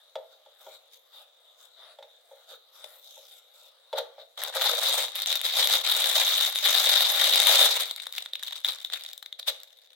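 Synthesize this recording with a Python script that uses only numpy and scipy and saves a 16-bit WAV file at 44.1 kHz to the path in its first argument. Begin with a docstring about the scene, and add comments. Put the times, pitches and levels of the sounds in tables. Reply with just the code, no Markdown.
"""A small room, heard by a close stereo camera whose microphone ports ring in the upper mids and shed the bass.
Gloved hands unfold a cloth over a cardboard box (fibre hiss and dull rub) and bump it (ringing panels).
They pull safety goggles from a thin plastic bag: its film buckles in avalanches of tiny noise swells
and its big creases snap. The bare goggles click as they are turned over: short rings with slip chatter."""
import sys
import numpy as np
from scipy import signal
from scipy.fft import rfft, irfft, next_fast_len
from scipy.io import wavfile
from scipy.ndimage import uniform_filter1d

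SR = 44100
rng = np.random.default_rng(int(sys.argv[2]) if len(sys.argv) > 2 else 0)


def output_pcm(signal):
    """Save a mono or channel-first signal as 16-bit PCM at the path in sys.argv[1].

    Samples are clipped to [-1, 1] before scaling.
    """
    pcm = np.clip(np.atleast_2d(signal).T, -1, 1) * 32767
    wavfile.write(sys.argv[1], SR, np.round(pcm).astype(np.int16))


N = 438778
T = np.arange(N) / SR
TOP_HZ = 16000


def undb(db):
    """Amplitude ratio of a level in dB."""
    return 10 ** (np.asarray(db) / 20)


def convolve(x, response):
    """Sound through an impulse response, per channel."""
    return signal.oaconvolve(np.atleast_2d(x), np.atleast_2d(response), axes=1)[:, :N]


def colour(x, points, size=4096):
    """Minimum-phase filter of unit energy from (hz, level_db) points."""
    hz, level_db = np.transpose(points)
    bin_hz = np.arange(size // 2 + 1) * SR / size
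    gain = undb(np.interp(np.log(bin_hz + 1), np.log(hz), level_db))
    cepstrum = irfft(np.log(gain))[:size // 2]
    cepstrum[1:] *= 2  # fold to causal
    response = irfft(np.exp(rfft(cepstrum, size)))
    return convolve(x, response / np.linalg.norm(response))


def band(x, hz, kind, order=2):
    """Butterworth filter."""
    sos = signal.butter(order, np.minimum(hz, SR / 2 - 1), kind, fs=SR, output="sos")
    return signal.sosfilt(sos, x)


def walk(rate_hz):
    """Random course through rate_hz normal draws a second, joined by straight lines."""
    knots = rng.standard_normal(size=8192)
    return np.interp(T * rate_hz, np.arange(len(knots)), knots)


def even(x, size=2400):
    """Hold the short-term power of the channel mean near 1, so that the hand's effort sets the level."""
    power = uniform_filter1d(x.mean(axis=0) ** 2, size)
    return x / np.sqrt(power + 1e-12)


def add(out, start_s, sound, pan_db=0, lag_samples=0):
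    """Put in a sound; it reaches the right port lag_samples after the left."""
    first = int(start_s * SR)
    for ear, start, db in zip(out, (first, first + lag_samples), (pan_db, -pan_db)):
        part = sound[:max(N - start, 0)]
        ear[start:start + len(part)] += undb(db / 2) * part


def gestures(rows, attack_s, release_s):
    """Gain of (start_s, length_s, level_db) hand movements: build up, hold, die away; overlaps add in power."""
    power = np.zeros(N)
    for start_s, length_s, level_db in rows:
        stop_s = start_s + length_s + 10 * release_s
        span = slice(max(int(start_s * SR), 0), int(stop_s * SR))
        t = T[span] - start_s
        attack = np.minimum(t / attack_s, 1)
        release = np.exp(-np.maximum(t - length_s, 0) / release_s)
        power[span] += (undb(level_db) * attack * release) ** 2
    return np.sqrt(power)


def grains(rate_hz, spread_db, bunching, tint_db=2.5, low_s=0.0019, high_s=0.00087):
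    """Tiny buckles in avalanches: brief swells, each of its own size and colour, shorter in the treble."""
    avalanche = .8 * walk(170) + .6 * walk(45)
    at = np.flatnonzero(rng.random(N) < rate_hz / SR * np.exp(bunching * avalanche))
    size_db = spread_db * np.minimum(rng.standard_normal(len(at)), 1.4)
    edges_hz = [20, 1000, 2000, 3600, 5000, 9000, 20000]
    swells_s = np.geomspace(low_s, high_s, len(edges_hz) - 1)
    out = 0
    for low_hz, high_hz, swell_s in zip(edges_hz, edges_hz[1:], swells_s):
        alike = 1 / (1 + (high_hz / 2400) ** 4)  # long waves reach both ports alike
        tint, side_db = np.clip(rng.standard_normal((2, len(at))), -2, 2)
        level_db = size_db + tint_db * tint
        power = np.array([np.bincount(at, undb(level_db + ear * side_db) ** 2, N) for ear in (1, -1)])
        pole = np.exp(-2 / swell_s / SR)
        burst = np.sqrt(signal.lfilter([1], np.poly([pole, pole]), power + 1e-12)) / swell_s
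        shared = np.sqrt(alike) * rng.standard_normal(N)
        noise = shared + np.sqrt(1 - alike) * rng.standard_normal((2, N))
        out = -out + band(burst * noise, [low_hz, high_hz], "bandpass")  # neighbours alternate in sign
    return out


def reshape(x, rate_hz, depth_db, count=12):
    """A surface changes shape as it is handled: its resonances swell and fade, each on its own."""
    size = next_fast_len(N)
    spectrum = rfft(x, size)
    bin_hz = np.arange(size // 2 + 1) * SR / size
    place = np.interp(np.log(bin_hz + 1), np.log([500, TOP_HZ]), [0, count - 1])
    out = 0
    for k in range(count):
        weight = np.maximum(1 - np.abs(place - k), 0)  # triangular band
        out = out + irfft(spectrum * weight, size)[:, :N] * undb(depth_db * walk(rate_hz))
    return out


# spectrum of the room air: hz, level_db
AIR_SPECTRUM = [(550, 9), (1000, -6.5), (15000, -13)]


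def room_air():
    """Faint steady noise, independent in each channel."""
    return undb(-63.5) * colour(rng.standard_normal((2, N)), AIR_SPECTRUM)


# spectrum of the fibre hiss: hz, level_db
WEAVE_SPECTRUM = [(300, -17), (3500, -11), (6500, -3.5), (9000, -6), (15000, -4.5)]
# spectrum of the duller rub: hz, level_db
RUB_SPECTRUM = [(550, 7.5), (900, 1.5), (1250, 5), (2400, -8.5), (4100, -3.5), (7000, -14)]
# strokes of the gloves over the cloth: start_s, length_s, hiss_db, rub_db
STROKES = [(0.287, 0.053, -67, -57.5), (0.577, 0.18, -56, -57), (0.9, 0.065, -55, -72),
           (1.105, 0.12, -61, -56.5), (1.562, 0.092, -56.5, -63), (1.748, 0.18, -80, -55),
           (2.233, 0.21, -66, -64.5), (2.466, 0.08, -55, -49), (2.714, 0.28, -57, -58),
           (2.994, 0.39, -55, -69), (3.514, 0.17, -59, -64.5), (3.948, 0.039, -73.5, -33.5),
           (4.168, 0.053, -74, -48)]
STROKE_ATTACK_S, STROKE_RELEASE_S = 0.041, 0.016
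RESTING_HISS_DB, RESTING_RUB_DB = -70, -66.5  # the held cloth never lies quite still


def cloth(slips, scratch_db=3):
    """Fibres catch in fine scratches at each stroke; pressing harder adds a duller rub."""
    start_s, length_s, hiss_db, rub_db = np.transpose(STROKES)
    in_hand = T < SQUEEZES[0][0]  # until the hands take up the bag
    hiss = gestures(zip(start_s, length_s, hiss_db), STROKE_ATTACK_S, STROKE_RELEASE_S)
    hiss = np.hypot(hiss, undb(RESTING_HISS_DB) * in_hand)
    rub = gestures(zip(start_s, length_s, rub_db), STROKE_ATTACK_S, STROKE_RELEASE_S)
    rub = np.hypot(rub, undb(RESTING_RUB_DB) * in_hand)
    folds = reshape(even(slips, size=300), rate_hz=12, depth_db=4.5, count=24)
    scratches = colour(folds, WEAVE_SPECTRUM) * undb(scratch_db * walk(200))
    return hiss * even(scratches) + rub * even(colour(folds, RUB_SPECTRUM))


# cardboard panel modes: hz, level_db, t60_s
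BOX_MODES = [(401.5, -2, 0.12), (483.5, -4.5, 0.19), (549.6, -3.5, 0.2), (612, -2.5, 0.14),
             (658, -4, 0.099), (822, -6, 0.09), (898, 0, 0.048), (1370, -9, 0.037), (3360, -15.5, 0.045)]
# bumps on the box, from the hands and from the bag as it is lifted out: start_s, level_db, rasp_db
KNOCKS = [(0.155, -21, -12.5), (0.46, -43.5, -14), (0.665, -33, -19), (1.987, -36, -11), (2.026, -40, -1),
          (2.311, -38.5, -33), (2.511, -40.5, -19), (2.837, -39.5, -33), (3.169, -42, -28),
          (3.929, -16.5, -12.5), (3.979, -19.5, -25), (4.18, -38, -20), (4.555, -24.5, -33),
          (4.705, -27, -42), (4.972, -29, -37), (9.478, -31.5, -14)]
CONTACT_S = 0.000097  # build-up when rasp_db is 0; softer blows take longer


def knocks():
    """A soft blow sets the box panels ringing, with a short contact rasp and a hollow shudder after it."""
    out, t = np.zeros((2, N)), np.arange(16384) / SR
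    hz, mode_db, t60_s = np.transpose(BOX_MODES)[:, :, None]
    for start_s, level_db, rasp_db in KNOCKS:
        detune, strength, phase = rng.standard_normal((3, len(BOX_MODES), 1))
        decay = undb(mode_db + 2 * strength - 60 * t / t60_s)
        modes = decay * np.sin(2 * np.pi * hz * (1 + 0.012 * detune) * t + np.pi * phase)
        push = 1 - np.exp(-t / (CONTACT_S * undb(-rasp_db)))
        panels = modes.sum(axis=0) * push
        panels = panels / np.abs(panels).max()
        rasp = rng.standard_normal(len(t)) * np.exp(-t / 0.0097)
        rasp = undb(rasp_db) * band(rasp, 2300, "lowpass", order=1)
        shudder = band(rng.standard_normal(len(t)), [450, 900], "bandpass") * push * np.exp(-t / 0.038)
        add(out, start_s, undb(level_db) * (panels + rasp + undb(-5) * shudder))
    return out


# short slides of cloth, film or strap: centre_s, level_db, spread_s
SCUFFS = [(2.844, -39, 0.0015), (3.985, -33, 0.0037), (5.45, -30.5, 0.0096), (7.425, -13, 0.00094),
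          (7.47, -29, 0.0015), (9.395, -44.5, 0.0045), (9.487, -27, 0.0099)]
CLICK_RUB_DB, CLICK_RUB_S = -27.5, 0.0028  # rub around a click: level against the click, spread


def scuffs(slips):
    """A slide is a quick swell of stick-slip grains; the goggle frame also rubs briefly around each click."""
    rubs = [(s + CLICK_RUB_S / 2, db + CLICK_RUB_DB, CLICK_RUB_S) for s, db, _, _ in CLICKS]
    gain = np.zeros(N)
    for centre_s, level_db, spread_s in [*SCUFFS, *rubs]:
        span = slice(int((centre_s - 10 * spread_s) * SR), int((centre_s + 10 * spread_s) * SR))
        gain[span] += undb(level_db) * np.exp(-((T[span] - centre_s) / spread_s) ** 2 / 2)
    return slips * gain


# squeezes and pulls of the bag: start_s, length_s, crinkle_db, flex_db (whole sheet, against the crinkle)
SQUEEZES = [(4.364, 0.1163, -39, 1), (4.518, 0.0748, -33, 0), (4.589, 0.099, -27, -3),
            (4.683, 0.13, -32, -4.5), (4.795, .225, -28, -7), (5.117, 0.1007, -36.5, -17),
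            (5.245, 0.111, -32, -14), (5.432, .12, -33.5, -14), (5.541, .095, -25.5, -9),
            (5.675, .08, -24.5, -8), (5.829, .29, -27.5, -10.5), (6.121, .1, -24.5, -11.5),
            (6.23, .24, -27.5, -14), (6.498, 0.1186, -35, -17), (6.615, .41, -24.5, -11),
            (7.03, 0.13, -27, -10.5), (7.152, .29, -25, -11.5), (7.445, .215, -21, -6.5),
            (7.68, .15, -29.5, -14)]
SQUEEZE_ATTACK_S, SQUEEZE_RELEASE_S = .035, .035
FIRM_GRIP_DB = -26  # effort that adds 850 to the buckling rate
# bag and goggles shifting in the hands: start_s, length_s, rustle_db
SHIFTS = [(7.97, 0.073, -46.5), (8.13, 0.065, -42), (8.39, 0.18, -44.5), (8.65, 0.041, -36),
          (8.75, 0.1, -50), (8.91, 0.035, -40), (8.99, 0.12, -51), (9.465, 0.016, -49)]
SHIFT_ATTACK_S, SHIFT_RELEASE_S = 0.0096, 0.046
HOLDING_DB, BAG_OFF_S = -63.5, 9.5  # faint rustle of the empty bag in the hand


def bag(slips):
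    """Harder work buckles more creases a second; film slides dully on film; the sheet radiates the low mids."""
    start_s, length_s, crinkle_db, flex_db = np.transpose(SQUEEZES)
    effort = gestures(zip(start_s, length_s, crinkle_db), SQUEEZE_ATTACK_S, SQUEEZE_RELEASE_S)
    flex = gestures(zip(start_s, length_s, crinkle_db + flex_db), SQUEEZE_ATTACK_S, SQUEEZE_RELEASE_S)
    shifting = gestures(SHIFTS, SHIFT_ATTACK_S, SHIFT_RELEASE_S)
    held = np.hypot(shifting, undb(HOLDING_DB) * (T > BAG_OFF_S))
    rate_hz = 190 + 850 * effort / undb(FIRM_GRIP_DB)  # before bunching
    creases = reshape(grains(rate_hz, spread_db=4, bunching=.65), rate_hz=40, depth_db=3.5)
    sheet = even(band(creases, 1510, "lowpass"))
    film = even(band(creases, 900, "highpass", order=1))
    sliding = band(slips, [1200, 6500], "bandpass", order=1)
    worked = effort * (film + undb(-4.5) * sliding)
    rustle = held * (film + undb(-7) * sliding)
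    return worked + flex * sheet + rustle


def tick(out, start_s, level_db, treble_db, body_db, ring_hz, ring_s, chatter_s, body_hz=1900, rise_s=0.00037):
    """A sudden release: a brief ring, a lower body note that differs each time, a chatter of small slips."""
    t = np.arange(512) / SR
    slips = rng.standard_normal(len(t)) * (t * np.exp(-2 * t / chatter_s)) ** 2
    crack = band(slips / np.linalg.norm(slips), 7000, "highpass")
    ring = np.sin(2 * np.pi * ring_hz * np.exp(0.1 * rng.standard_normal()) * t)
    body = undb(body_db) * np.sin(2 * np.pi * body_hz * np.exp(0.29 * rng.standard_normal()) * t)
    tone = (ring + body) * np.exp(-t / ring_s) * (1 - np.exp(-t / rise_s))
    sound = tone / np.linalg.norm(tone) + undb(treble_db) * crack
    add(out, start_s, undb(level_db) * sound, pan_db=rng.standard_normal(), lag_samples=rng.integers(-2, 3))


# big creases popping through: start_s, level_db
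SNAPS = [(4.4363, -10), (4.6207, -8.5), (5.083, -16.5), (5.155, -15.5), (5.201, -19), (5.22, -15),
         (5.26, -11), (5.3273, -7), (5.355, -11), (5.4144, -11), (5.452, -8), (5.464, -10), (5.673, -4.5),
         (5.9219, -5), (6.0427, -4), (6.3226, -9), (6.409, -9), (6.4497, -7), (6.558, -8), (6.5875, -9),
         (6.7502, -5), (7.007, -3.5), (7.2425, -3), (7.3582, 0), (7.401, -3.5), (7.4704, 0), (7.628, -1.5),
         (9.602, -32.5)]
# goggle frame and strap clicking: start_s, level_db, treble_db, body_db (lower note)
CLICKS = [(7.911, -11, 11, -5.5), (7.9618, -18.5, 11, -9), (8, -16.5, -12, 2), (8.0683, -13.5, 6, 5.5),
          (8.1248, -22.5, 18, -16), (8.1818, -8, 4.5, 6), (8.2601, -17.5, -13, 3.5), (8.334, -14.5, 0, 3),
          (8.355, -12.5, 0, 4), (8.433, -23, 21, -11), (8.4726, -17.5, 4, -13), (8.531, -20, -4, -19),
          (8.6472, -7.5, 9, -6), (8.656, -14, 2, -5), (8.686, -9, 10, -15), (8.848, -14.5, 5, -11),
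          (8.9, -20, -6, 3), (8.935, -14, 16, 0), (9.0365, -32, 25, -4), (9.0627, -22.5, 11, -15),
          (9.132, -34, 27.5, -6), (9.178, -38, 29.5, -6), (9.227, -20, 5.5, 2), (9.261, -22.5, 8, 1),
          (9.3268, -19.5, 0, -11), (9.3965, -15.5, 2, -24), (9.429, -24, -10, -19), (9.633, -33, 23, -1)]


def ticks():
    """Creases of the bag pop through; the stiffer goggle frame clicks."""
    out = np.zeros((2, N))
    for start_s, level_db in SNAPS:
        treble_db = 11.5 + 2 * rng.standard_normal()
        tick(out, start_s, level_db, treble_db, body_db=-2.5, ring_hz=3320, ring_s=0.00012, chatter_s=0.0012)
    for start_s, level_db, treble_db, body_db in CLICKS:
        tick(out, start_s, level_db, treble_db, body_db, ring_hz=3880, ring_s=0.00037, chatter_s=0.0014)
    return out


def room(x, low_t60_s=0.48, high_t60_s=0.2, wet_db=-14, near_db=-15, near_s=0.058):
    """Quick scatter from box and table, then the room's tail, longer in the lows."""
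    t = np.arange(SR // 2) / SR
    near, far = rng.standard_normal((2, 2, len(t)))
    near = band(near, 5300, "lowpass", order=1) * np.exp(-t / near_s) * (t > .001)
    lows = band(far + .5 * far[::-1], 1240, "lowpass") * undb(-60 * t / low_t60_s)  # channels partly shared
    highs = band(far, 1700, "highpass") * undb(-60 * t / high_t60_s)
    tail = (lows + highs) * (t > .006)
    scatter = undb(near_db) * near / np.linalg.norm(near[0])
    return x + convolve(x, scatter + undb(wet_db) * tail / np.linalg.norm(tail[0]))


def scene():
    """Cloth, bag and goggles lean left in the treble; with the knocks they excite the room; air is added."""
    slips = even(grains(3000, spread_db=2.0, bunching=.4))  # fine stick-slip of one surface over another
    handled = cloth(slips) + bag(slips) + scuffs(slips) + ticks()
    lean_db = 1.58  # hands a little to the left; the camera body shades only the shorter waves
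    lean = undb([[lean_db], [-lean_db]]) - 1
    handled = handled + lean * band(handled, 1000, "highpass", order=1)
    air = room_air()
    return room(handled + knocks()) + air


# microphone response: hz, level_db
MIC_RESPONSE = [(200, -40), (290, -30.5), (400, -16.5), (520, 0), (820, 0), (1080, -5), (1400, -1),
                (1700, -1.5), (2100, 2.5), (2650, -1.5), (3200, 7.5), (3700, 17), (4300, 3.5), (5500, -2.5),
                (10000, -6.5), (11600, -2), (13000, -4), (16000, -6.5)]


def record(dry):
    """The ports ring and shed the bass; the loudest peaks are rounded a little and the top is cut."""
    rounded = np.tanh(.5 * colour(dry, MIC_RESPONSE)) / .5
    top_cut = signal.ellip(8, .2, 70, TOP_HZ, fs=SR, output="sos")
    return signal.sosfilt(top_cut, rounded)


dry = scene()
out = record(dry)
output_pcm(out)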